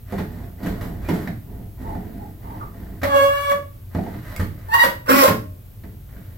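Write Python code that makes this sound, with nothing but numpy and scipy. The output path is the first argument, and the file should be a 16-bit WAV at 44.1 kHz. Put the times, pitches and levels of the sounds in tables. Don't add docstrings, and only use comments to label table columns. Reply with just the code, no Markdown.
import sys
import numpy as np
from scipy import signal
from scipy.fft import rfft, irfft, next_fast_len
from scipy.io import wavfile
from scipy.ndimage import uniform_filter1d

SR = 44100
rng = np.random.default_rng(int(sys.argv[2]) if len(sys.argv) > 2 else 0)


def store_wav(level_fs):
    pcm = np.round(np.clip(np.atleast_2d(level_fs), -1, 1) * 32767)
    wavfile.write(sys.argv[1], SR, pcm.T.astype(np.int16))


N = 281335

# freq_hz, correlation
ROOM_COHERENCE = [(60, 0.84), (150, 1), (300, 0.83), (600, 0.0062), (1100, -0.32), (2500, -0.087),
                  (6000, -0.14), (13000, 0.98)]
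AIR_COHERENCE = [(60, 0.95), (150, 1), (300, 0.24), (700, 0.12), (2000, 0.05), (5000, 0.14), (8000, .85),
                 (14000, 0.96)]
# freq_hz, density_db
AIR_SPECTRUM = [(20, -13.5), (52, 0.5), (70, -6.5), (100, 2.5), (160, -13.5), (300, -22.5), (500, -28),
                (1000, -36.5), (2000, -40.5), (3000, -41.5), (6300, -47), (10000, -45.5), (12500, -36),
                (15800, -37.5)]
PANEL_SPECTRUM = [(30, -52), (60, -24.5), (130, 2), (220, 9.5), (340, 4), (450, -4.5), (650, -15),
                  (900, -8), (1500, -66), (4000, -80.5)]
CLANG_SPECTRUM = [(300, -22.5), (560, 5), (680, -1.5), (900, -8.5), (1250, -5), (1550, -3.5), (2000, -3),
                  (2700, -18.5), (4500, -22), (9000, -46.5), (16000, -48.5)]
RASP_SPECTRUM = [(40, -38.5), (200, -12), (600, 0.5), (1500, 7.5), (2400, -11.5), (3000, -1.5), (4000, -4),
                 (5500, -9), (7000, -8.5), (9500, -10), (11000, -6.5), (12500, -2), (15800, -7.5)]
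# freq_hz, level_db, t60_s
PANEL_MODES = [(115.1, -5, 0.35), (149.2, 2.5, 0.2), (205, -3.5, 0.1), (227, -8.5, 0.21),
               (281.5, 4.5, 0.15), (298.6, 6, 0.13), (368.6, 10.5, 0.034), (426, 1.5, 0.15),
               (572, -9.5, 0.014), (566, 3, 0.01), (694, 1, 0.064), (761, -7.5, 0.16)]
RING_MODES = [(619, 23.5, 0.52), (687, 1.5, 0.19), (870, 9.5, 0.27), (1049, 10.5, .1), (1272, -39.5, 0.076),
              (1490, -12, 0.3), (1736, -15, 0.04), (2076, -8, 0.32)]
# start_s, length_s, rumble_db, scrape_db
SHOVES = [(0.043, 0.16, -41, -40.5), (0.25, 0.18, -35.5, -47), (0.55, 0.22, -32.5, -43),
          (0.757, 0.089, -30, -42.5), (0.86, 0.15, -32.5, -50.5), (0.983, 0.25, -39, -39),
          (1.43, 0.16, -35.5, -55), (1.749, 0.19, -32, -46), (1.95, 0.3, -36, -51),
          (2.37, 0.25, -37.5, -48), (2.692, 0.26, -38.5, -50.5), (3.885, 0.31, -52, -44),
          (4.195, 0.23, -40.5, -39), (4.525, 0.17, -48, -48), (5.791, 0.11, -46, -61),
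          (6.04, .3, -52.5, -54)]
# start_s, panel_db, boom_db, clang_db, contact_s
BUMPS = [(0.124, -21.5, -33, -40, 0.011), (0.181, -21.5, -24, -34.5, 0.02), (0.628, -22.5, -38, -43, 0.042),
         (0.659, -25.5, -27, -35.5, 0.032), (0.809, -29, -33, -41, 0.047), (1.087, -14.5, -23, -31, 0.025),
         (1.135, -24.5, -31, -46.5, 0.067), (1.273, -23.5, -30, -31.5, 0.0061),
         (1.949, -26, -26.5, -44, 0.0072), (3.016, -38, -28, -36, 0.015), (3.031, -33, -21.5, -22.5, .016),
         (3.51, -36, -43, -31, 0.02), (3.949, -19.5, -21, -35.5, 0.0076), (3.984, -20, -31, -40.5, 0.0047),
         (4.064, -28.5, -41.5, -55, 0.0067), (4.139, -28, -31, -47.5, 0.017),
         (4.394, -22, -14.5, -32.5, 0.028), (4.835, -33, -50, -19.5, 0.027),
         (5.278, -15.5, -22, -20, 0.017), (5.835, -36.5, -36.5, -49, 0.013), (6.164, -41, -40, -51, 0.0058)]
# middle_s, length_s, pitch_hz, level_db, roughness (0-1)
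RUB_CHIRPS = [(1.066, 0.08, 2410, -47.5, 0.2), (1.901, 0.21, 870, -34.5, 0.62),
              (2.225, 0.12, 838, -40, 0.54), (2.515, 0.23, 913, -39, 0.89),
              (2.622, 0.058, 1156, -32.5, 0.94), (4.748, 0.041, 1090, -13.5, 0.3),
              (5.105, 0.07, 1527, -16.5, 0.97), (5.24, .045, 529.4, -7.5, 0.25)]
# time_s, pitch_hz, fundamental_db, overtone_db
SQUEAL_CURVE = [(3.03, 558.5, -21, -38), (3.117, 557.2, -26, -19.5), (3.156, 562.5, -8, -15.5),
                (3.192, 551.4, -17, -16), (3.235, 559.6, -10.5, -13.5), (3.308, 563.6, -19.5, -23),
                (3.431, 566.7, -34.5, -20), (3.52, 566.8, -15, -17.5), (3.59, 572, -33.5, -68)]
SQUEAK_CURVE = [(4.685, 858, -33, -53), (4.714, 878, -33, -38), (4.744, 955.3, -13.5, -15),
                (4.767, 927, -29.5, -44), (4.789, 967, -24, -24), (4.806, 951.5, -22, -11),
                (4.827, 962, -12, -22.5), (4.86, 960, -50, -61.5)]
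JUDDER_CURVE = [(5.06, 270.2, -57.5, -47), (5.078, 271.3, -40.5, -44), (5.094, 266.8, -23, -18),
                (5.121, 270.3, -11.5, -22), (5.16, 284.7, -14, -22), (5.204, 272.4, -20, -20),
                (5.234, 259.5, -48, -22.5), (5.28, 268.7, -48, -29.5), (5.32, 266, -50, -46)]
# pitch_multiple, level_db
SQUEAL_OVERTONES = [(2, -0.5), (3, -8), (4, -15.5), (5, -17.5), (6, -20), (7, -34), (8, -31.5), (9, -36),
                    (12, -38), (16, -40.5)]
SQUEAK_OVERTONES = [(2, 2.5), (3, -11.5), (4, -19.5), (5, -19), (7, -39.5), (10, -39)]
JUDDER_OVERTONES = [(2, 2), (3, -18), (4, 7.5), (5, -5), (6, -9.5), (7, -3), (8, -8), (9, -9), (10, -9.5),
                    (13, -32), (20, -13)]

BOOM_HZ = 91.15


def from_db(db):
    return 10 ** (np.asarray(db) / 20)


def rms(x):
    return np.sqrt(np.mean(x ** 2) + 1e-20)


def at_hz(table, hz):
    freq_hz, values = np.transpose(table)
    return np.interp(np.log(np.maximum(hz, 1)), np.log(freq_hz), values)


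def add(out, start_s, x):
    i = max(round(start_s * SR), 0)
    out[:, i:i + x.shape[1]] += x[:, :N - i]


def drift(n, rate_hz):
    points = rng.standard_normal(8192) * np.sqrt(3 / 2)
    return np.interp(np.arange(n) * rate_hz / SR, np.arange(len(points)), points)


def filtered(x, gain_at):
    n = x.shape[-1]
    size = next_fast_len(n + 2048)
    return irfft(rfft(x, size) * gain_at(np.fft.rfftfreq(size, 1 / SR)), size)[..., :n]


def coloured(x, spectrum):
    return filtered(x, lambda hz: from_db(at_hz(spectrum, hz)))


def diffuse(n, coherence):
    mid = filtered(rng.standard_normal(n), lambda hz: np.sqrt((1 + at_hz(coherence, hz)) / 2))
    side = filtered(rng.standard_normal(n), lambda hz: np.sqrt((1 - at_hz(coherence, hz)) / 2))
    return np.array([mid + side, mid - side])


def ring(force, hz, t60_s):
    radius, angle = from_db(-60 / (t60_s * SR)), 2 * np.pi * hz / SR
    return signal.lfilter([0, np.sin(angle)], [1, -2 * radius * np.cos(angle), radius ** 2], force + 1e-18)


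def modes(force, table):
    return sum((-1) ** k * from_db(db) * ring(force, hz, t60_s) for k, (hz, db, t60_s) in enumerate(table))


def room_response(left_lag_s, t60_s=0.29, bass_t60_s=0.59, bass_hz=260, wet_db=2.5):
    t = np.arange(SR // 2) / SR
    noise = diffuse(len(t), ROOM_COHERENCE)
    bass = filtered(noise, lambda hz: 1 / (1 + (hz / bass_hz) ** 2) ** 2)
    tail = bass * from_db(-60 * t / bass_t60_s) + (noise - bass) * from_db(-60 * t / t60_s)
    response = tail * from_db(wet_db) / np.sqrt(np.sum(tail ** 2) / 2)
    response[0, round(left_lag_s * SR)] += 1
    response[1, 0] += 1
    return response


def in_room(x, room):
    wet = signal.fftconvolve(x[None], room, axes=1)
    return wet * np.sqrt(np.sum(x ** 2) / (np.sum(wet ** 2, axis=1, keepdims=True) + 1e-20))


def smoothed(power):
    return np.maximum(uniform_filter1d(uniform_filter1d(power, size=1100), size=1100), 0) + 1e-12


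def tone_in_room(x, room):
    wet = signal.fftconvolve(x[None], room, axes=1)
    decay = (room ** 2).mean(0)
    target_power = signal.fftconvolve(x ** 2, decay / decay.sum())
    wet_power = (2 * wet ** 2 + wet.mean(0) ** 2) / 3
    return wet * np.sqrt(smoothed(target_power) / smoothed(wet_power))


def ventilation(air_db=-38.5, hum_hz=91, hum_db=-47):
    air = coloured(diffuse(N, AIR_COHERENCE), AIR_SPECTRUM)
    hum = ring(rng.standard_normal(N), hum_hz, t60_s=0.9)
    return from_db(air_db) * air / rms(air) + from_db(hum_db) * hum / rms(hum)


def grains(n, spread_db):
    return rng.standard_normal(n) * from_db(spread_db * drift(n, 700))


def panels(force):
    clear, dense = modes(force, PANEL_MODES), coloured(force, PANEL_SPECTRUM)
    return (clear / rms(clear) + dense / rms(dense)) / np.sqrt(2)


def clang(force, ring_db=-6):
    scrape, lip = coloured(force, CLANG_SPECTRUM), modes(force, RING_MODES)
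    return scrape / rms(scrape) + from_db(ring_db) * lip / rms(lip)


def shove_envelope(length_s, attack_s=0.083, sag_db_per_s=4.5, release_s=0.08):
    t = np.arange(round((length_s + 5 * release_s) * SR)) / SR
    attack = np.sin(np.pi / 2 * np.minimum(t / attack_s, 1)) ** 2
    hold = from_db(-sag_db_per_s * (t - length_s / 2))
    release = np.exp(-np.maximum(t - length_s, 0) / release_s)
    return attack * hold * release


def scuffs(room, flex_hz=53):
    power, out = np.zeros((2, N)), np.zeros((2, N))
    for start_s, length_s, rumble_db, scrape_db in SHOVES:
        add(power, start_s, (from_db([[rumble_db], [scrape_db]]) * shove_envelope(length_s)) ** 2)
    rumble, scrape = np.sqrt(power)
    force = grains(N, spread_db=2.5)
    layers = [(ring(force, flex_hz, t60_s=0.28), rumble, -2.5),
              (ring(force, BOOM_HZ, t60_s=0.21), rumble, -4.5),
              (panels(force), rumble, -1.5),
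              (clang(force), scrape, -5),
              (coloured(force, RASP_SPECTRUM), scrape, -10)]
    for sound, envelope, offset_db in layers:
        add(out, 0, in_room(sound / rms(sound) * envelope * from_db(offset_db), room))
    return out


def bumps(room, bite_s=0.0012, push_s=0.00057, skid_ref_s=0.084):
    out, t = np.zeros((2, N)), np.arange(SR // 3) / SR
    for start_s, panel_db, boom_db, clang_db, contact_s in BUMPS:
        force = grains(len(t), spread_db=0.5) * (1 - np.exp(-t / bite_s)) * np.exp(-t / contact_s)
        rasp_db = clang_db + 20 * np.log10(contact_s / skid_ref_s)
        layers = [(ring(np.exp(-t / push_s), BOOM_HZ, t60_s=0.35), boom_db - 4.5),
                  (panels(force), panel_db - 4),
                  (clang(force), clang_db - 2),
                  (coloured(force, RASP_SPECTRUM), rasp_db + 2.5)]
        for sound, level_db in layers:
            wet = in_room(sound, room)
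            peak_rms = np.sqrt(uniform_filter1d((wet ** 2).mean(0), size=1300).max())
            add(out, start_s, wet * from_db(level_db) / peak_rms)
    return out


def slip_phase(pitch_hz, rough, jitter, wander=0.003):
    n = len(pitch_hz)
    pitch_ratio = 1 + wander * drift(n, 45) + jitter * rough * drift(n, 420)
    return 2 * np.pi * np.cumsum(pitch_hz * pitch_ratio) / SR


def chirps(room, flutter_db=2.5):
    out = np.zeros((2, N))
    for middle_s, length_s, pitch_hz, level_db, rough in RUB_CHIRPS:
        n = round(length_s * SR)
        phase = slip_phase(np.full(n, pitch_hz), rough, jitter=0.13)
        tone = np.sin(phase) * from_db(flutter_db * rough * drift(n, 350))
        chirp = from_db(level_db) * np.hanning(n) * tone / rms(tone)
        add(out, middle_s - length_s / 2, tone_in_room(chirp, room))
    return out


def controls(curve):
    time_s, *columns = np.transpose(curve)
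    t = time_s[0] + np.arange(round((time_s[-1] - time_s[0]) * SR)) / SR
    return [np.interp(t, time_s, column) for column in columns]


def roughness(n, catch_s, settled, let_go_s=0.017):
    t = np.arange(n) / SR
    catch = np.exp(-(t / catch_s) ** 2)
    let_go = np.exp(-((t[-1] - t) / let_go_s) ** 2)
    return settled + (1 - settled) * np.maximum(catch, let_go)


def swell_db(n, depth_db):
    db = depth_db * np.tanh(drift(n, 28.6))
    return db - 20 * np.log10(rms(from_db(db)))


def stick_slip(curve, overtones, room, tone_db, rasp_db, snap_db, flutter_db,
               jitter, catch_s, settled, limp, rasp_follow):
    pitch_hz, fundamental_db, overtone_db = controls(curve)
    multiples, partial_db = np.transpose(overtones)
    n = len(pitch_hz)
    rough = roughness(n, catch_s, settled)
    phase = slip_phase(pitch_hz, rough, jitter)
    tones = 0
    for k in range(1, round(multiples[-1]) + 1):
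        db = fundamental_db
        if k > 1:
            db = overtone_db + np.interp(k, multiples, partial_db) + swell_db(n, 6.5 * (1 - 1 / k))
        gain = np.sqrt(2) * from_db(tone_db + db + flutter_db * rough * drift(n, 182.2))
        half_partial = limp * rough ** 1.5 / np.sqrt(k) * np.sin((k - 0.5) * phase)
        tones = tones + tone_in_room(gain * (np.sin(k * phase) + half_partial), room)
    slips = np.diff(np.floor(phase / (2 * np.pi)), prepend=0)
    snaps = slips * from_db(flutter_db * rough * drift(n, 500))
    puffs = grains(n, spread_db=4) * (1 + np.cos(phase)) ** 2
    rasp = coloured(puffs / rms(puffs) + from_db(snap_db) * snaps / rms(snaps), RASP_SPECTRUM)
    envelope_db = fundamental_db + rasp_follow * (overtone_db - fundamental_db)
    return tones + in_room(rasp / rms(rasp) * from_db(envelope_db + rasp_db), room)


def slides(room):
    squeal = stick_slip(SQUEAL_CURVE, SQUEAL_OVERTONES, room, tone_db=-1.5, rasp_db=-17.5, snap_db=-32,
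                        flutter_db=0, jitter=0.035, catch_s=0.1, settled=0.14, limp=0.77, rasp_follow=1)
    squeak = stick_slip(SQUEAK_CURVE, SQUEAK_OVERTONES, room, tone_db=2.34, rasp_db=-6.5, snap_db=-15,
                        flutter_db=0.7, jitter=0.033, catch_s=0.014, settled=0.23, limp=0.15,
                        rasp_follow=0.25)
    judder = stick_slip(JUDDER_CURVE, JUDDER_OVERTONES, room, tone_db=-2, rasp_db=4.5, snap_db=-4.5,
                        flutter_db=8, jitter=0.022, catch_s=0.035, settled=0.18, limp=0.1, rasp_follow=1)
    out = np.zeros((2, N))
    add(out, SQUEAL_CURVE[0][0], squeal)
    add(out, SQUEAK_CURVE[0][0], squeak)
    add(out, JUDDER_CURVE[0][0], judder)
    return out


def tick(room, start_s=4.363, contact_s=0.002, snap_db=-24, ring_db=-30):
    out, t = np.zeros((2, N)), np.arange(SR // 5) / SR
    snap = from_db(snap_db) * rng.standard_normal(len(t)) * np.exp(-t / contact_s)
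    ringing = from_db(ring_db) * ring(signal.unit_impulse(len(t)), hz=2160, t60_s=0.08)
    add(out, start_s, in_room(snap + ringing, room))
    return out


def scene(pan_db=0.97):
    shelf, lip = room_response(left_lag_s=0), room_response(left_lag_s=0.00049)
    tank = scuffs(shelf) + bumps(shelf) + tick(shelf) + slides(lip) + chirps(lip)
    return tank * from_db([[-pan_db], [pan_db]]) + ventilation()


def record(dry, ceiling=0.85, cutoff_hz=15900):
    lowpass = signal.ellip(12, 0.1, 80, cutoff_hz, fs=SR, output="sos")
    return signal.sosfilt(lowpass, np.clip(dry, -ceiling, ceiling))


dry = scene()
out = record(dry)
store_wav(out)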